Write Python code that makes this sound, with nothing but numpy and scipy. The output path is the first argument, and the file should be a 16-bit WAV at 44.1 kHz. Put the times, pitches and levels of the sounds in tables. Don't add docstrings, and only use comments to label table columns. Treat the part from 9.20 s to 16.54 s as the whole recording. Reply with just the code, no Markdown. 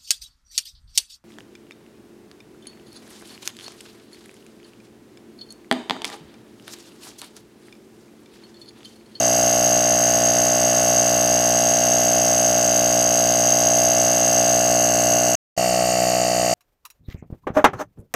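import sys
import numpy as np
from scipy import signal
from scipy.fft import rfft, irfft, next_fast_len
from scipy.io import wavfile

SR = 44100
rng = np.random.default_rng(int(sys.argv[2]) if len(sys.argv) > 2 else 0)


def undo_db(level):
    steps = np.asarray(level, float) / 20
    return 10 ** steps


def log_audio(samples):
    frames = np.atleast_2d(samples).T
    limited = np.clip(frames, -1, 1)
    pcm = np.round(limited * 32767).astype(np.int16)
    wavfile.write(sys.argv[1], SR, pcm)


N = 323694
TIME = np.arange(N) / SR
CUT_S, RETURN_S, FULL_S = 6.1535, 6.365, 6.3765

# [t/s, rate/(turns per s)]
CRANK_SPEED = [(0, 60.54), (.33, 60.82), (.6, 60.66), (1.07, 60.57), (1.27, 60.82), (1.54, 60.48),
               (1.7, 60.66), (3.05, 60.65), (3.7, 60.41), (4.17, 60.43), (4.33, 60.6), (5.2, 60.74),
               (5.65, 60.67), (6.15, 60.88), (6.37, 61.12), (6.75, 61.09), (6.87, 60.97), (7.34, 60.95)]
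# [multiple of crank rate, level/dB]
PUFF_NEAR = [(1, -23.5), (2, -11.5), (3, -13), (4, -10), (5, -9), (6, -20), (7, -16), (8, -17), (9, -8.5),
             (10, -1.5), (11, 1.5), (12, -4.5), (13, -9.5), (14, -11), (15, -28.5), (16, -21), (17, -31),
             (20, -27)]
PUFF_FAR = [(1, -26.5), (2, -15), (3, -11.5), (4, -17), (5, -14), (6, -19), (7, -23), (8, -14.5), (9, -10),
            (10, -4), (11, 0), (12, -4), (13, -17), (14, -15), (15, -30.5)]
# [crank angle/turn, mode f/Hz, width/Hz, peak level/dB over its band]
KNOCKS_NEAR = [(.03, 2090, 243, -17.5), (.33, 1528, 369, -13.5), (0.419, 1108, 144, -16),
               (.43, 1650, 357, -9.5), (0.589, 1725, 339.5, -13), (.64, 1599, 355.5, -6.5),
               (0.681, 2068, 364, -9.5), (.8, 1265, 297, -12), (0.919, 1680, 391, -10),
               (0.171, 2800, 244.6, -10), (.32, 2800, 309.4, -14), (0.409, 2852, 339.6, -7.5),
               (.73, 2945, 348.6, -8.5), (.83, 3070, 254, -11), (.9, 2770, 314.6, -3.5),
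               (.12, 4790, 305, -10.5), (.35, 4800, 296, -16), (0.768, 4800, 351, -3),
               (0.781, 4240, 478, -10), (.92, 4520, 411, -13.5)]
KNOCKS_FAR = [(.04, 1510, 345, -15), (.27, 1320, 296, -9.5), (.46, 1820, 545, -2),
              (0.601, 1145, 147.3, -11.5), (.73, 2010, 404, -9), (.08, 2800, 350, -14),
              (0.351, 2800, 308, -15), (.5, 2790, 295, -7), (0.781, 2730, 251, -2.5),
              (.85, 3070, 70.1, -24), (0.889, 2800, 292, -10.5), (.18, 4700, 404, -9),
              (.36, 4600, 300, -10), (.51, 4700, 303, -9), (.75, 4790, 200, -6.5), (.75, 4460, 149, -11.5),
              (.91, 4750, 301, -12)]
# [crank angle/turn, mode f/Hz, width/Hz, peak level/dB over its band, size scatter/dB]
TICKS_NEAR = [
    (.2, 6360, 249, 0, 0),
    (.78, 6200, 393, -0.5, 0.5),
    (.89, 5700, 200, -3.5, 1.5),
    (0.88, 6420, 250, 9, 0.3),
    (.68, 7900, 600, 1, -0.5),
    (.798, 7900, 600, 6, 3.5),
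]
TICKS_FAR = [
    (.73, 6000, 600, 12.5, 1.5),
    (.68, 5500, 600, 5, 1.5),
    (.83, 5700, 600, 9, 1.5),
    (.44, 5750, 500, 5, 3.4),
    (.36, 6500, 780, 8, 3.5),
    (.37, 7170, 600, 15, 4.2),
    (.65, 7860, 700, 7, 3.3),
    (.385, 11000, 800, 3, 3),
    (.385, 14800, 1000, -6, 3),
]
# [resonance f/Hz, width/Hz, rms level/dB over its band,
# opening angle/turn, open share/turn, leak level/dB]
JETS_NEAR = [(6428, 257, -1.5, 0.96, 0.43, -10), (6087, 130, -9, 0.85, 0.46, -11.5),
             (5660, 134, -16.5, 1, 0.6, -5), (4790, 300, -17.5, 0.81, 0.82, -3),
             (3780, 740, -22.5, 0.73, 0.5, 2), (2830, 360, -22, 0.17, .7, 5.5),
             (7900, 760, -3.5, .85, .6, -3.5), (8490, 420, -10.5, .85, 0.45, -14.5),
             (10060, 900, -9, 0.05, 0.23, -4.5), (11480, 690, -5, 0.02, .27, -8.5),
             (12500, 700, -16, 0.92, .27, -5), (14950, 450, -12, .01, .24, -9.5),
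             (13900, 930, -19.5, .01, .3, -5)]
JETS_FAR = [(6620, 660, 6, .7, .55, -3.5), (5720, 500, -12, 0.41, .35, -5), (4700, 330, -20, .7, .7, 2),
            (3780, 400, -27, 0.88, .7, 5), (2800, 180, -22, 0.034, 0.78, 5), (970, 81, -32.5, .7, .7, 0),
            (7300, 700, -10.5, .95, .3, -7.5), (8400, 700, 0, .95, 0.37, -4.5),
            (10300, 1500, -9, .97, .28, -3.5), (12400, 1100, -7.5, .97, .28, -7),
            (15100, 1500, -12.5, .0, .3, -2.5)]
# [f/Hz, level/dB per Hz]
MOTOR_NEAR = [(18, -59.5), (45, -16.5), (301, -14.5), (459, -16), (662, -9), (931, -14.5), (1530, -15.5),
              (2390, -15), (2800, -30.5), (3450, -34), (5250, -32.5), (6310, -14.5), (7390, -32),
              (11500, -45), (15800, -45.5)]
MOTOR_FAR = [(18, -60), (45, -21), (178, -16.5), (435, -20), (662, -10), (860, -15), (981, -36),
             (1120, -18), (2520, -15.5), (2730, -25), (3360, -39), (4610, -25), (5120, -36), (6480, -29),
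             (15800, -52)]
# [f/Hz, width/Hz, level/dB]
BELLS_NEAR = [(975, 130, -6), (1095, 60, 4), (1275, 50, 2), (1515, 60, 4), (2180, 70, -5), (2420, 180, -7),
              (2790, 50, 6), (2852, 50, -6), (5250, 220, 3), (6800, 150, -4), (7000, 110, 3),
              (8270, 140, -5), (9400, 250, -3), (7520, 90, -4)]
BELLS_FAR = [(1650, 100, -10.5), (2100, 80, -1.5), (2580, 90, -15), (3750, 140, -2.5), (4100, 200, 3),
             (4480, 90, 2.5), (4520, 70, -3.5), (4800, 100, 1.5), (5450, 220, 4), (6490, 70, -6.5),
             (6600, 110, 4), (6870, 100, -1), (8650, 150, -3), (12200, 500, 3.5)]
# [f/Hz, level/dB]
SWUNG_COLOUR = [(2900, 0.5), (3300, -4.5), (3900, -2), (4450, 4.5), (4850, -4.5), (5300, -0.5), (6500, -2),
                (7300, 5), (7800, 1), (10500, 1), (11300, -3.5), (12000, 3), (13000, 1), (14400, 0)]


def unit(x):
    return x / np.sqrt(np.mean(x ** 2) + 1e-20)


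def wobble(rate, size):
    knots = rng.standard_normal(int(size * rate / SR) + 4)
    return np.interp(TIME[:size] * rate, np.arange(len(knots)), knots)


def coloured(gain, size):
    m = next_fast_len(size)
    spectrum = rfft(rng.standard_normal(m)) * gain(np.fft.rfftfreq(m, 1 / SR))
    return unit(irfft(spectrum, m)[:size])


def idling_car():
    firing_hz, hum_db, rumble_hz, rumble_db = 55, -58, 20, -60
    turns = np.cumsum(firing_hz + .5 * wobble(1.8, size=N)) / SR
    hum = np.sqrt(2) * np.sin(2 * np.pi * turns) * undo_db(2.5 * wobble(3, size=N))
    rumble = coloured(lambda f: f / (rumble_hz ** 2 + f * f) * (f > 8), size=N)
    return undo_db(hum_db) * hum + undo_db(rumble_db) * rumble


def narrow_bells(x, bells):
    m = next_fast_len(len(x) + SR // 10)
    f = np.fft.rfftfreq(m, 1 / SR)
    response = 1
    for hz, width, db in bells:
        off = hz * hz - f * f
        damping = 1j * f * width
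        response = response * (off + damping * undo_db(db / 2)) / (off + damping / undo_db(db / 2))
    return irfft(rfft(x, m) * response, m)[:len(x)]


def swing_microphone(x):
    hz, db = np.transpose(SWUNG_COLOUR)
    m = next_fast_len(len(x))
    colour = undo_db(np.interp(np.fft.rfftfreq(m, 1 / SR), hz, db))
    aside = irfft(rfft(x, m) * colour, m)[:len(x)]
    swing = np.interp(TIME[:len(x)], (5.23, 5.58), [0, 1])
    return x + swing * (aside - x)


def motor_whirr(spectrum, size):
    hz, db = np.transpose(spectrum)
    return coloured(lambda f: undo_db(np.interp(np.log(f + 1), np.log(hz), db)), size)


def jet(turns, hz, width, opens, share, leak_db):
    size, edge = len(turns), .08
    off_centre = np.abs((turns - opens - share / 2 + .5) % 1 - .5)
    valve = np.clip((share / 2 - off_centre) / edge + .5, 0, 1)
    air = coloured(lambda f: 1 / (1 + ((f - hz) / width) ** 2) ** 1.4, size)
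    return unit(air * undo_db(leak_db * (1 - valve) + 1.3 * wobble(40, size)))


def knock(turns, angle, hz, width, scatter_db):
    jitter_s, creep_s = 1e-5, 2.5e-5
    size = len(turns)
    whole = np.arange(np.ceil(turns[0] - angle), turns[-1] - angle)
    chance = rng.standard_normal((len(whole), 2))
    rise = 1 / (np.pi * width)
    at = np.interp(whole + angle, turns, TIME[:size]) - rise + jitter_s * chance[:, 0]
    play = creep_s * wobble(.8, size)
    at = at + play[(at * SR).astype(int).clip(0, size - 1)]
    places = np.clip(np.round(at * SR).astype(int), 0, size - 1)
    blows = np.bincount(places, undo_db(scatter_db * chance[:, 1]), size)
    t = TIME[:SR // 40]
    ring = t / rise * np.exp(1 - t / rise) * np.sin(2 * np.pi * hz * t)
    return signal.oaconvolve(blows, ring)[:size]


def puff(turns, orders, early):
    size = len(turns)
    low, high, cavity = early
    shaky = turns - .5 + .0009 * wobble(45, size)
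    tone = np.zeros(size)
    for k, db in orders:
        if k < 7:
            lead = .24 + low * (k - 1) - .2 * (k == 3)
        else:
            lead = .1 + high * min(k, cavity) - .1 * (k > 11)
        tone += undo_db(db + .6 * wobble(3, size)) * np.cos(2 * np.pi * (k * shaky + lead))
    return unit(tone) * undo_db(.62 * wobble(70, size))


def compressor(time, levels_db, orders, early, knocks, ticks, jets, motor, puff_s):
    size = len(time)
    turns = np.cumsum(np.interp(time, *np.transpose(CRANK_SPEED))) / SR
    turns = turns - np.interp(puff_s, time, turns) + .5
    bands = np.zeros((3, size))

    def band(hz):
        return int(hz > 5300) + int(hz > 7000)

    heavy = [(*row, .7) for row in knocks]
    for angle, hz, width, db, scatter_db in heavy + ticks:
        drift_db = .82 * wobble(1.14, size)
        bands[band(hz)] += undo_db(db + drift_db) * knock(turns, angle, hz, width, scatter_db)
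    for hz, width, db, opens, share, leak_db in jets:
        bands[band(hz)] += undo_db(db) * jet(turns, hz, width, opens, share, leak_db)
    bands[0] += undo_db(1.12) * puff(turns, orders, early)
    bands[0] += undo_db(-14.5) * motor_whirr(motor, size)
    return undo_db(np.array(levels_db)) @ bands


def scene():
    cut = round(CUT_S * SR)
    near = compressor(TIME[:cut], (-21.5, -21.5, -32), PUFF_NEAR, (.09, .145, 10),
                      KNOCKS_NEAR, TICKS_NEAR, JETS_NEAR, MOTOR_NEAR, puff_s=.009)
    far = compressor(TIME[cut:], (-21, -36.5, -35.5), PUFF_FAR, (.13, .16, 9.5),
                     KNOCKS_FAR, TICKS_FAR, JETS_FAR, MOTOR_FAR, puff_s=6.37954)
    near = swing_microphone(narrow_bells(near, BELLS_NEAR))
    far = narrow_bells(far, BELLS_FAR)
    return (np.concatenate([near, far]) + idling_car())[None]


def roll_off(x):
    return signal.sosfilt(signal.butter(12, 16750, fs=SR, output="sos"), x)


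def record(dry):
    rounded = dry / (1 + np.abs(dry / .58) ** 6) ** (1 / 6)
    hz = np.fft.rfftfreq(N, 1 / SR)
    top_db = np.interp(hz, [15450, 15840, 15870], [0, -36, -120])
    limited = irfft(rfft(rounded) * undo_db(top_db), N)
    moments = [CUT_S - .0004, CUT_S, RETURN_S, RETURN_S + .003, FULL_S - .0012, FULL_S]
    change = np.interp(TIME, moments, [1, 0, 0, .17, .2, 1])
    return roll_off(limited * change)


dry = scene()
out = record(dry)
log_audio(out)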